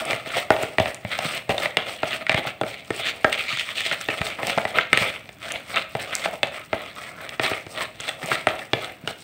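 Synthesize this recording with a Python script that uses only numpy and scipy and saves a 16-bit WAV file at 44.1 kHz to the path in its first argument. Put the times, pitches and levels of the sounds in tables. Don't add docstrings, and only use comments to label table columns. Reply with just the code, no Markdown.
import sys
import numpy as np
from scipy import signal
from scipy.fft import rfft, irfft
from scipy.io import wavfile

SR = 44100
rng = np.random.default_rng(int(sys.argv[2]) if len(sys.argv) > 2 else 0)


def put_to_file(sound):
    columns = np.atleast_2d(sound).T
    safe = np.clip(columns, -1, 1)
    whole_steps = np.round(safe * 32767)
    wavfile.write(sys.argv[1], SR, whole_steps.astype(np.int16))


N = 407043

# the spoon's thin edge sounds bright, its back dull. All levels are relative.
# peak_s, swell_s, fade_s, rasp_db, drone_db, crackle_db, brightness_db
SPOON_PUSHES = [(0.009, 0.045, 0.11, -30.0, -34, -44, -7), (0.106, 0.056, 0.092, -24, -25.5, -41, -3),
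                (0.273, 0.027, 0.15, -34.5, -35.5, -45.5, 0), (0.383, 0.12, 0.057, -23.5, -29.5, -36, 0),
                (0.626, 0.091, 0.089, -28.5, -29.5, -38.5, -3), (0.913, 0.25, 0.062, -35.5, -38.5, -46, -5),
                (1.131, 0.081, 0.081, -26.5, -36.5, -42, -2), (1.253, 0.12, 0.081, -27, -34.5, -40.5, -2),
                (1.375, 0.15, 0.049, -27, -34.5, -41, 0.5), (1.501, 0.018, 0.097, -28.5, -29, -46.5, -2),
                (1.635, 0.074, 0.06, -25.5, -30, -35, -2), (1.894, 0.069, 0.15, -32.0, -37.5, -45.5, 3.5),
                (2.147, 0.15, 0.055, -27.5, -35, -43, 5.5), (2.218, 0.036, 0.028, -34, -37, -56, -3),
                (2.388, 0.067, 0.04, -26.5, -30, -49, -1), (2.475, 0.04, 0.045, -24.5, -33.5, -46, -2.5),
                (2.679, 0.067, 0.17, -35, -42.5, -49.0, 6), (2.986, 0.13, 0.1, -33, -41, -43, 0),
                (3.09, 0.1, 0.041, -21, -32, -39.5, 7), (3.153, 0.048, 0.14, -40, -40, -51.5, -7),
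                (3.405, 0.19, 0.056, -27, -38.5, -40.5, 4.5),
                (3.528, 0.096, 0.05, -21.5, -40.5, -40.5, 7.5), (3.596, 0.077, 0.12, -29.0, -48, -47, 14),
                (3.713, 0.16, 0.047, -32, -44.5, -42, -3), (3.774, 0.032, 0.091, -24.5, -37.0, -36, 13.5),
                (3.865, 0.04, 0.08, -24.5, -40, -39.0, 10), (3.924, 0.021, 0.047, -25, -29, -36, 2),
                (4.012, 0.035, 0.18, -35.5, -48, -48, 6), (4.109, 0.036, 0.183, -32.5, -36, -47.5, -3),
                (4.268, 0.12, 0.12, -29.0, -36.5, -41.5, 5),
                (4.391, 0.018, 0.213, -33.0, -38.5, -58.0, -17),
                (4.5, 0.097, 0.077, -24.5, -27.5, -37.5, 7), (4.611, 0.14, 0.077, -39, -47, -47, 2),
                (4.696, 0.041, 0.057, -40, -53, -50.5, 4), (4.767, 0.047, 0.055, -23, -24, -47, -8),
                (5.021, 0.078, 0.15, -23, -28.5, -37, -2), (5.455, 0.063, 0.19, -32.5, -39.5, -49.5, -3),
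                (5.558, 0.15, 0.072, -34, -39, -56, 4), (5.702, 0.061, 0.11, -37, -44.5, -45, -2),
                (5.773, 0.043, 0.057, -20.0, -27.5, -41.5, -2.5),
                (6.003, 0.065, 0.206, -34.5, -40, -47.5, 1), (6.127, 0.018, 0.072, -26, -33, -44, -7),
                (6.256, 0.27, 0.061, -30.5, -38, -42, 0), (6.339, 0.029, 0.051, -37.5, -37, -47.5, -8),
                (6.552, 0.039, 0.099, -32, -42.5, -47, -13), (6.824, 0.14, 0.13, -35.0, -43, -54, -4),
                (6.975, 0.049, 0.45, -37.5, -44.5, -50.5, -9.5), (7.231, 0.14, 0.12, -38, -40, -55, -8),
                (7.335, 0.03, 0.022, -35, -36.5, -58.0, -8), (7.437, 0.025, 0.12, -20.5, -29, -34, -2),
                (7.553, 0.097, 0.06, -32.0, -35.5, -45, -3), (7.711, 0.061, 0.18, -64, -46, -50.5, 4),
                (7.814, 0.074, 0.06, -24, -30.5, -43, -5), (8.079, 0.121, 0.1, -32.5, -39, -43, 2),
                (8.236, 0.064, 0.22, -34.5, -31.5, -44, -11), (8.332, 0.087, 0.079, -23.5, -32, -38, 0),
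                (8.609, 0.183, 0.067, -34, -37.5, -48.5, -11), (8.845, 0.13, 0.11, -31.5, -38.5, -46, 1),
                (9.107, 0.088, 0.052, -35.5, -38.0, -48.5, -7), (9.214, 0.089, 0.072, -49.0, -61, -52.5, 7)]
# start_s, clack_pitch_hz, base_db, wall_db, rim_db, spoon_db, tick_db
SPOON_KNOCKS = [(0.1312, 2200, -30.5, -27.5, -36, -23.5, -42), (0.3699, 2330, -51, -25, -41, -35, -43),
                (0.5044, 2200, -13.5, -9.5, -16.5, -19, -32.5), (0.5647, 2420, -50, -29, -35, -29, -51),
                (0.6332, 2280, -25.5, -46, -29.5, -31, -50), (0.7839, 2420, -21.5, -17.5, -38, -17, -41),
                (0.7996, 2820, -23, -18, -32, -25, -37), (0.8579, 2330, -35, -24.5, -35, -26, -56),
                (1.0501, 2320, -54, -31.5, -46, -32.5, -60), (1.1891, 2880, -37, -23.5, -32, -27, -34.5),
                (1.4933, 2890, -22, -23, -36, -28.5, -39), (1.5804, 2980, -52, -28, -37, -24.5, -43),
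                (1.658, 2240, -32.5, -25.5, -37, -21, -53), (1.7701, 2680, -23, -21.5, -32, -15.5, -30.5),
                (2.032, 2250, -24, -19.5, -24, -25, -46), (2.2667, 2000, -50, -44, -33, -24, -48),
                (2.2952, 2530, -26, -20, -44, -15, -45), (2.3448, 2240, -29, -23.5, -38, -20.5, -38.5),
                (2.3767, 2400, -28, -25, -29, -25.5, -45), (2.4518, 2230, -52, -29.5, -50, -42, -64),
                (2.6128, 3050, -22.5, -18.5, -28.5, -30.5, -43), (2.6345, 2280, -28, -40, -30, -31, -56),
                (2.905, 2030, -21, -27.5, -30, -26.5, -42), (3.2451, 2110, -16.5, -12.5, -11.5, -16.5, -36),
                (3.3275, 2500, -56, -48, -35, -20, -32), (3.5725, 3130, -48, -56, -33, -30, -39),
                (3.8067, 2580, -47, -51, -42, -26, -37), (3.8804, 2570, -61, -54, -43, -33, -51),
                (3.9135, 2220, -38, -32, -24.5, -23, -52), (4.0868, 2460, -24, -24.5, -31, -21.5, -45),
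                (4.2153, 2340, -32.5, -27, -27, -23, -42), (4.431, 2260, -29.5, -25.5, -43, -26.5, -60),
                (4.267, 3050, -58, -42, -42, -29.5, -50), (4.4969, 2480, -38, -29.5, -31, -26.5, -44),
                (4.5768, 2330, -27, -17.5, -31, -29, -41), (4.5825, 2230, -36, -18, -22.5, -22.5, -45),
                (4.6524, 2200, -28, -22, -39, -23.5, -46), (4.7856, 2050, -33, -27, -14, -14, -40),
                (4.93, 2340, -24, -22.5, -15, -10, -27), (4.974, 2240, -26.5, -28, -31, -15, -29),
                (5.291, 2450, -45.5, -43, -52, -38.5, -56), (5.9516, 2460, -25, -22, -33, -29.5, -47),
                (6.2578, 2460, -31, -21.5, -32, -28.5, -53), (6.4313, 2780, -26.5, -19.5, -39, -16.5, -33),
                (6.7302, 2230, -23.5, -19, -24, -23.5, -60), (7.292, 2770, -50, -57, -46, -32.5, -41),
                (7.3963, 2080, -23.5, -23.5, -25, -21, -49), (7.5148, 2390, -25, -26, -28.5, -40, -45),
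                (7.666, 2500, -37.5, -41, -43, -40.5, -51.5), (8.0015, 2920, -41, -47, -37.5, -33.5, -42.5),
                (8.0907, 3070, -58, -32.5, -34, -24.5, -35), (8.3167, 2080, -27, -30, -19, -24, -52),
                (8.47, 2170, -21, -14, -17.5, -17, -36), (8.7336, 3000, -19, -19, -42, -18, -45),
                (9.0752, 2850, -29.5, -33, -28, -25.5, -37)]
# pitch_hz, ring_s, level_db
KNOCK_TONES = [
    [(317, 0.025, -2.5), (384, 0.027, -10), (421.6, 0.019, 0)],
    [(566, 0.0072, -6), (637, 0.027, 7), (736, 0.024, 0.5), (948, 0.0073, -3.5)],
    [(1112, 0.0092, -2), (1366, 0.02, 3), (1567, 0.032, -7)],
    [(1878, 0.027, 5.5), (2075, 0.018, 6.5), (2333, 0.011, 4.5), (2700, 0.017, -2), (3110, 0.018, -7.5),
     (3470, 0.017, -0.5), (4340, 0.016, -14)],
    [(5220, 0.0033, 15.5), (6130, 0.009, 1.5), (8370, 0.016, 0.5), (8600, 0.021, -10), (10400, 0.0048, -12),
     (14600, 0.005, -12)],
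]
# start_s, level_db, pitch_hz
FLOOR_THUDS = [(0.8, -27.5, 110), (1.049, -33, 113), (1.252, -32, 151), (1.493, -37, 96), (2.345, -29, 94),
               (2.467, -42, 140), (3.53, -42.5, 130), (4.21, -29.5, 86), (4.574, -30, 151),
               (4.928, -30, 139), (5.014, -33, 111), (5.951, -38.5, 121), (8.235, -36, 159),
               (8.732, -36, 104), (9.039, -40, 149)]
# start_s, level_db
GRAIN_CRACKS = [(0.0536, -34), (0.6299, -34), (0.9457, -34), (2.9636, -37.5), (4.0127, -32.5),
                (4.4705, -27.5), (5.5208, -30), (6.1527, -20), (6.1658, -35), (8.007, -34), (8.26, -36)]
# pitch_hz, level_db
RASP_COLOUR = [(700, -25), (1000, -11.5), (1300, -0.5), (1560, -7.5), (2150, 1.5), (2750, -2.5), (3050, -4),
               (3450, -4.5), (4200, -12), (5200, -26.5), (7000, -26), (12000, -52)]
DRONE_COLOUR = [(40, -17.5), (70, -12.5), (130, -11.5), (200, -9.5), (330, -8.5), (470, -7), (540, -1.5),
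                (590, -0.5), (645, 3), (700, -1), (780, -2.5), (900, -11.5), (1150, -18.5), (2000, -38)]
CRACKLE_COLOUR = [(2500, -27), (4300, 5.5), (5500, 4), (6900, -5), (8200, 7), (9000, 2.5), (10000, -9),
                  (12200, -15.5), (14000, -8), (15500, -3.5)]
POWDER_COLOUR = [(2000, -21), (3500, 11.5), (4700, 1.5), (6000, -6), (7200, -6.5), (8300, -1), (10000, -23),
                 (14000, -32)]
FLECK_COLOUR = [(3000, -22), (6000, -9), (8300, 1), (10000, -3), (12500, -2), (15000, -1)]
CRACK_COLOUR = [(2000, -16), (4000, -6), (6000, -2), (8300, 2), (10000, -8), (12500, -20), (15500, -19)]
BACKGROUND_COLOUR = [(25, -29), (60, 12), (120, 16.5), (300, 10), (650, -7), (1100, 0.5), (2400, -7),
                     (5500, -57), (8200, -46), (12000, -25), (15500, -10)]
# pitch_hz, ring_s, level_db
ROOM_ECHO = [(110, 0.34, -10), (300, 0.54, -11), (660, 0.48, -6.5), (1250, 0.32, -8.5), (2520, 0.54, -10),
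             (5000, 0.39, -14), (10000, 0.41, -11)]
# base_db, wall_db, rim_db, spoon_db, tick_db
TAP_LEVELS_DB = [-17, -15, -6, -0.5, -12.5]

PUSH_DEPTH_DB, PUSH_ROUNDNESS = 20, 1.046
REST_DB = -66
SKID_SWELL_S, SKID_FADE_S = .014, 0.079
SKID_RASP_DB, SKID_DRONE_DB = -13, -14
SKID_CRACKLE_DB, SKID_BRIGHTNESS_DB = -61, -0.5
TAPS_PER_S, TAP_HZ = 5.5, 2620
FIRM_KNOCK_DB, JOLT_DB, JOLT_HZ = -22.5, -35.5, 121
JOLT_GROWTH = 0.65
FLECKS_PER_S, FLECK_DB, FLECK_SPREAD_DB = 40, -20, 19
BACKGROUND_DB, TREBLE_LIMIT_HZ = -51, 15700


def scraping():
    rasp_db, drone_db, crackle_db, brightness_db = pushing()
    effort = undb(.5 * (rasp_db - np.max(rasp_db)))
    grip = unit(undb(2.0 * wander(90)))
    slips = clicks(per_s=400 + 5500 * effort, spread_db=3.6, cap_db=19) * grip
    breaks = clicks(per_s=900 + 6000 * effort, spread_db=5.0, cap_db=14) * grip
    rasp = moving_contact(colour(slips, RASP_COLOUR), brightness_db, depth_db=3, per_s=35)
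    drag = clicks(per_s=300 + 1200 * effort, spread_db=1.5, cap_db=10) * grip
    drone = unit(colour((drag + 0.52 * slips) * undb(2 * wander(35)), DRONE_COLOUR))
    crackle = unit(colour(breaks + 0.51 * slips, CRACKLE_COLOUR)) * undb(3.1 * wander(40))
    powder = effort * grip * unit(colour(rng.standard_normal(N), POWDER_COLOUR))
    pops = crumb_pops(crackle_db, per_s=130, level_db=-21, spread_db=12)
    return (rasp * undb(rasp_db + 0.8) + drone * undb(drone_db + 0.75)
            + crackle * undb(crackle_db + 1.4) + powder * undb(crackle_db + 0.42 * brightness_db - 1.0)
            + pops + dry_flecks(crackle_db))


def pushing():
    skids = [(s + SKID_SWELL_S, SKID_SWELL_S / 2, SKID_FADE_S,
              spoon_db + SKID_RASP_DB, wall_db + SKID_DRONE_DB, SKID_CRACKLE_DB, SKID_BRIGHTNESS_DB)
             for s, _, _, wall_db, _, spoon_db, _ in SPOON_KNOCKS]
    t = np.arange(0, N, 32) / SR
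    peak_s, swell_s, fade_s, *levels, brightness_db = np.transpose(SPOON_PUSHES + skids)[:, :, None]
    from_peak = np.abs(np.where(t < peak_s, (peak_s - t) / swell_s, (t - peak_s) / fade_s))
    force_db = -PUSH_DEPTH_DB * from_peak ** PUSH_ROUNDNESS
    powers = [undb(db + force_db) ** 2 for db in levels]
    totals = np.sum(powers, axis=1) + undb(REST_DB) ** 2
    brightness = np.sum(powers[0] * brightness_db, axis=0) / totals[0]
    return [np.interp(np.arange(N) / SR, t, curve) for curve in (*10 * np.log10(totals), brightness)]


def moving_contact(x, brightness_db, depth_db, per_s, bands=9):
    octave = np.log2(np.fft.rfftfreq(N, 1 / SR) + 1)
    centres = np.linspace(np.log2(1000), np.log2(5000), bands)
    spectrum, out, power = rfft(x), 0, 0
    for weights, lean in zip(np.eye(bands), np.linspace(-.65, .65, bands)):
        band = irfft(spectrum * np.interp(octave, centres, weights), N)
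        tilt = undb(lean * brightness_db)
        out = out + band * tilt * undb(depth_db * wander(per_s))
        power = power + np.mean(band ** 2) * tilt ** 2
    return unit(out / np.sqrt(power))


def knocks():
    out, t = np.zeros(N), np.arange(SR // 10) / SR
    for start_s, clack_hz, *levels in SPOON_KNOCKS + light_taps():
        for tones, db in zip(KNOCK_TONES, levels):
            hz, ring_s, tone_db = np.transpose(tones)[:, :, None]
            detune, strength = rng.standard_normal((2, len(tones), 1))
            boost_db = 12 * np.exp(-(np.log2(hz / clack_hz) / 0.31) ** 2)
            swing = np.sin(2 * np.pi * hz * (1 + .03 * detune) * t) * die_away(t, ring_s)
            swing *= 1 - np.exp(-(t * hz / .5) ** 2)
            ring = np.sum(undb(tone_db + boost_db + 2.2 * strength) * swing, axis=0)
            add(out, start_s, burst(np.diff(ring, prepend=0), db + .5, 1 / 100))
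    return out


def light_taps():
    rasp_db = pushing()[0]
    draws = rng.random((int(TAPS_PER_S * N / SR), 2))
    return [(when * N / SR, TAP_HZ * 2 ** (pitch / 2 - .25), *(rasp_db[int(when * N)] + TAP_LEVELS_DB))
            for when, pitch in draws]


def thuds():
    out, t = np.zeros(N), np.arange(SR // 5) / SR
    jolts = [(s, JOLT_DB + JOLT_GROWTH * (base_db - FIRM_KNOCK_DB),
              JOLT_HZ * np.exp(0.18 * rng.standard_normal())) for s, _, base_db, *_ in SPOON_KNOCKS]
    for start_s, db, hz in FLOOR_THUDS + jolts:
        low = np.sin(2 * np.pi * hz * t) * np.exp(-t / 0.0077)
        high = 0.38 * np.sin(2 * np.pi * 1.52 * hz * t) * np.exp(-t / 0.0071)
        swing = (low + high) * (1 - np.exp(-t / 0.0033))
        add(out, start_s, burst(np.diff(swing, prepend=0), db + 0.76, 3 / 100))
    return out


def cracks():
    out, t = np.zeros(N), np.arange(SR // 40) / SR
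    for start_s, db in GRAIN_CRACKS:
        snap = colour(rng.standard_normal(len(t)) * np.exp(-t / 0.00035), CRACK_COLOUR)
        add(out, start_s, burst(snap, db, 1 / 200))
    return out


def crumb_pops(crackle_db, per_s, level_db, spread_db):
    out, t = np.zeros(N), np.arange(SR // 200) / SR
    gaps, strengths, lownesses = rng.random((2500, 3)).T
    times = np.cumsum(-np.log(1 - gaps)) / per_s
    for start_s, strength, lowness in zip(times[times < N / SR], strengths, lownesses):
        hz = 11000 * (2600 / 11000) ** lowness
        tear = rng.standard_normal(len(t)) * np.exp(-t / .0008)
        snap = np.convolve(tear, np.sin(2 * np.pi * hz * t) * np.exp(-t * hz))
        db = level_db + .75 * crackle_db[int(start_s * SR)] + spread_db * strength ** 3
        add(out, start_s, burst(snap, db, 1 / 200))
    return out


def dry_flecks(crackle_db):
    happens = rng.random(N) < FLECKS_PER_S / SR
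    sizes = happens * undb(FLECK_DB + 0.76 * crackle_db + FLECK_SPREAD_DB * rng.random(N) ** 3)
    t = np.arange(SR // 200) / SR
    snap = colour(rng.standard_normal(len(t)) * np.exp(-t / .0002), FLECK_COLOUR)
    return signal.fftconvolve(sizes, burst(snap, 0, 1 / 200))[:N]


def bowl_hum(x, hz, ring_s, gain, drift):
    fade = die_away(np.arange(SR // 2) / SR, ring_s)
    tone = np.exp(2j * np.pi * np.cumsum(hz * (1 + drift * wander(5.7))) / SR)
    return gain * 2 * np.real(tone * signal.fftconvolve(x / tone, fade / np.sum(fade))[:N])


def room(x):
    blend = 2 * wander(2)
    return echoes(x * np.cos(blend)) + echoes(x * np.sin(blend))


def echoes(x):
    t = np.arange(SR) / SR
    pitch = np.log(np.fft.rfftfreq(SR, 1 / SR) + 1)
    centres = np.log(np.transpose(ROOM_ECHO)[0])
    noise, tail = rfft(rng.standard_normal(SR)), 0
    for (_, ring_s, db), weights in zip(ROOM_ECHO, np.eye(len(ROOM_ECHO))):
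        band = irfft(noise * np.interp(pitch, centres, weights), SR)
        fade = die_away(t, ring_s) * (1 - np.exp(-(t / 0.0013) ** 2))
        tail = tail + band * undb(db) * fade / np.sqrt(np.sum(fade ** 2))
    return signal.fftconvolve(x, tail)[:N]


def background():
    return undb(BACKGROUND_DB) * unit(colour(rng.standard_normal(N), BACKGROUND_COLOUR))


def clicks(per_s, spread_db, cap_db):
    happens = rng.random(N) < per_s / SR
    sizes = undb(np.minimum(spread_db * rng.exponential(size=N), cap_db))
    return unit(happens * sizes * rng.choice([-1, 1], N) / np.sqrt(per_s))


def wander(per_s):
    targets = rng.standard_normal(4096)
    return unit(np.interp(np.arange(N) / SR * per_s, np.arange(len(targets)), targets))


def colour(x, points, size=4096):
    hz, db = np.transpose(points)
    pitch = np.log(np.fft.rfftfreq(size, 1 / SR) + 1)
    shape = irfft(np.log(undb(np.interp(pitch, np.log(hz), db))))
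    shape[1:size // 2] *= 2
    shape[size // 2 + 1:] = 0
    return signal.fftconvolve(x, irfft(np.exp(rfft(shape))))[:len(x)]


def die_away(t, ring_s):
    return np.exp(-np.log(1000) * t / ring_s)


def undb(db):
    return 10 ** (np.asarray(db) / 20)


def unit(x):
    return x / np.sqrt(np.mean(x ** 2))


def burst(x, db, seconds):
    return x * undb(db) * np.sqrt(seconds * SR / np.sum(x ** 2))


def add(out, start_s, x):
    i = max(int(start_s * SR), 0)
    out[i:i + len(x)] += x[:max(len(out) - i, 0)]


def scene():
    bowl = scraping() + knocks() + thuds() + cracks()
    bowl = bowl + undb(3 * wander(5)) * bowl_hum(bowl, hz=648, ring_s=.15, gain=.55, drift=.022)
    return (background() + undb(0.44) * (bowl + room(bowl)))[None]


def record(dry):
    thin = signal.sosfilt(signal.butter(2, 58, "highpass", fs=SR, output="sos"), dry)
    clipped = thin / (1 + thin ** 6) ** (1 / 6)
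    return signal.sosfilt(signal.ellip(10, .2, 70, TREBLE_LIMIT_HZ, fs=SR, output="sos"), clipped)


dry = scene()
out = record(dry)
put_to_file(out)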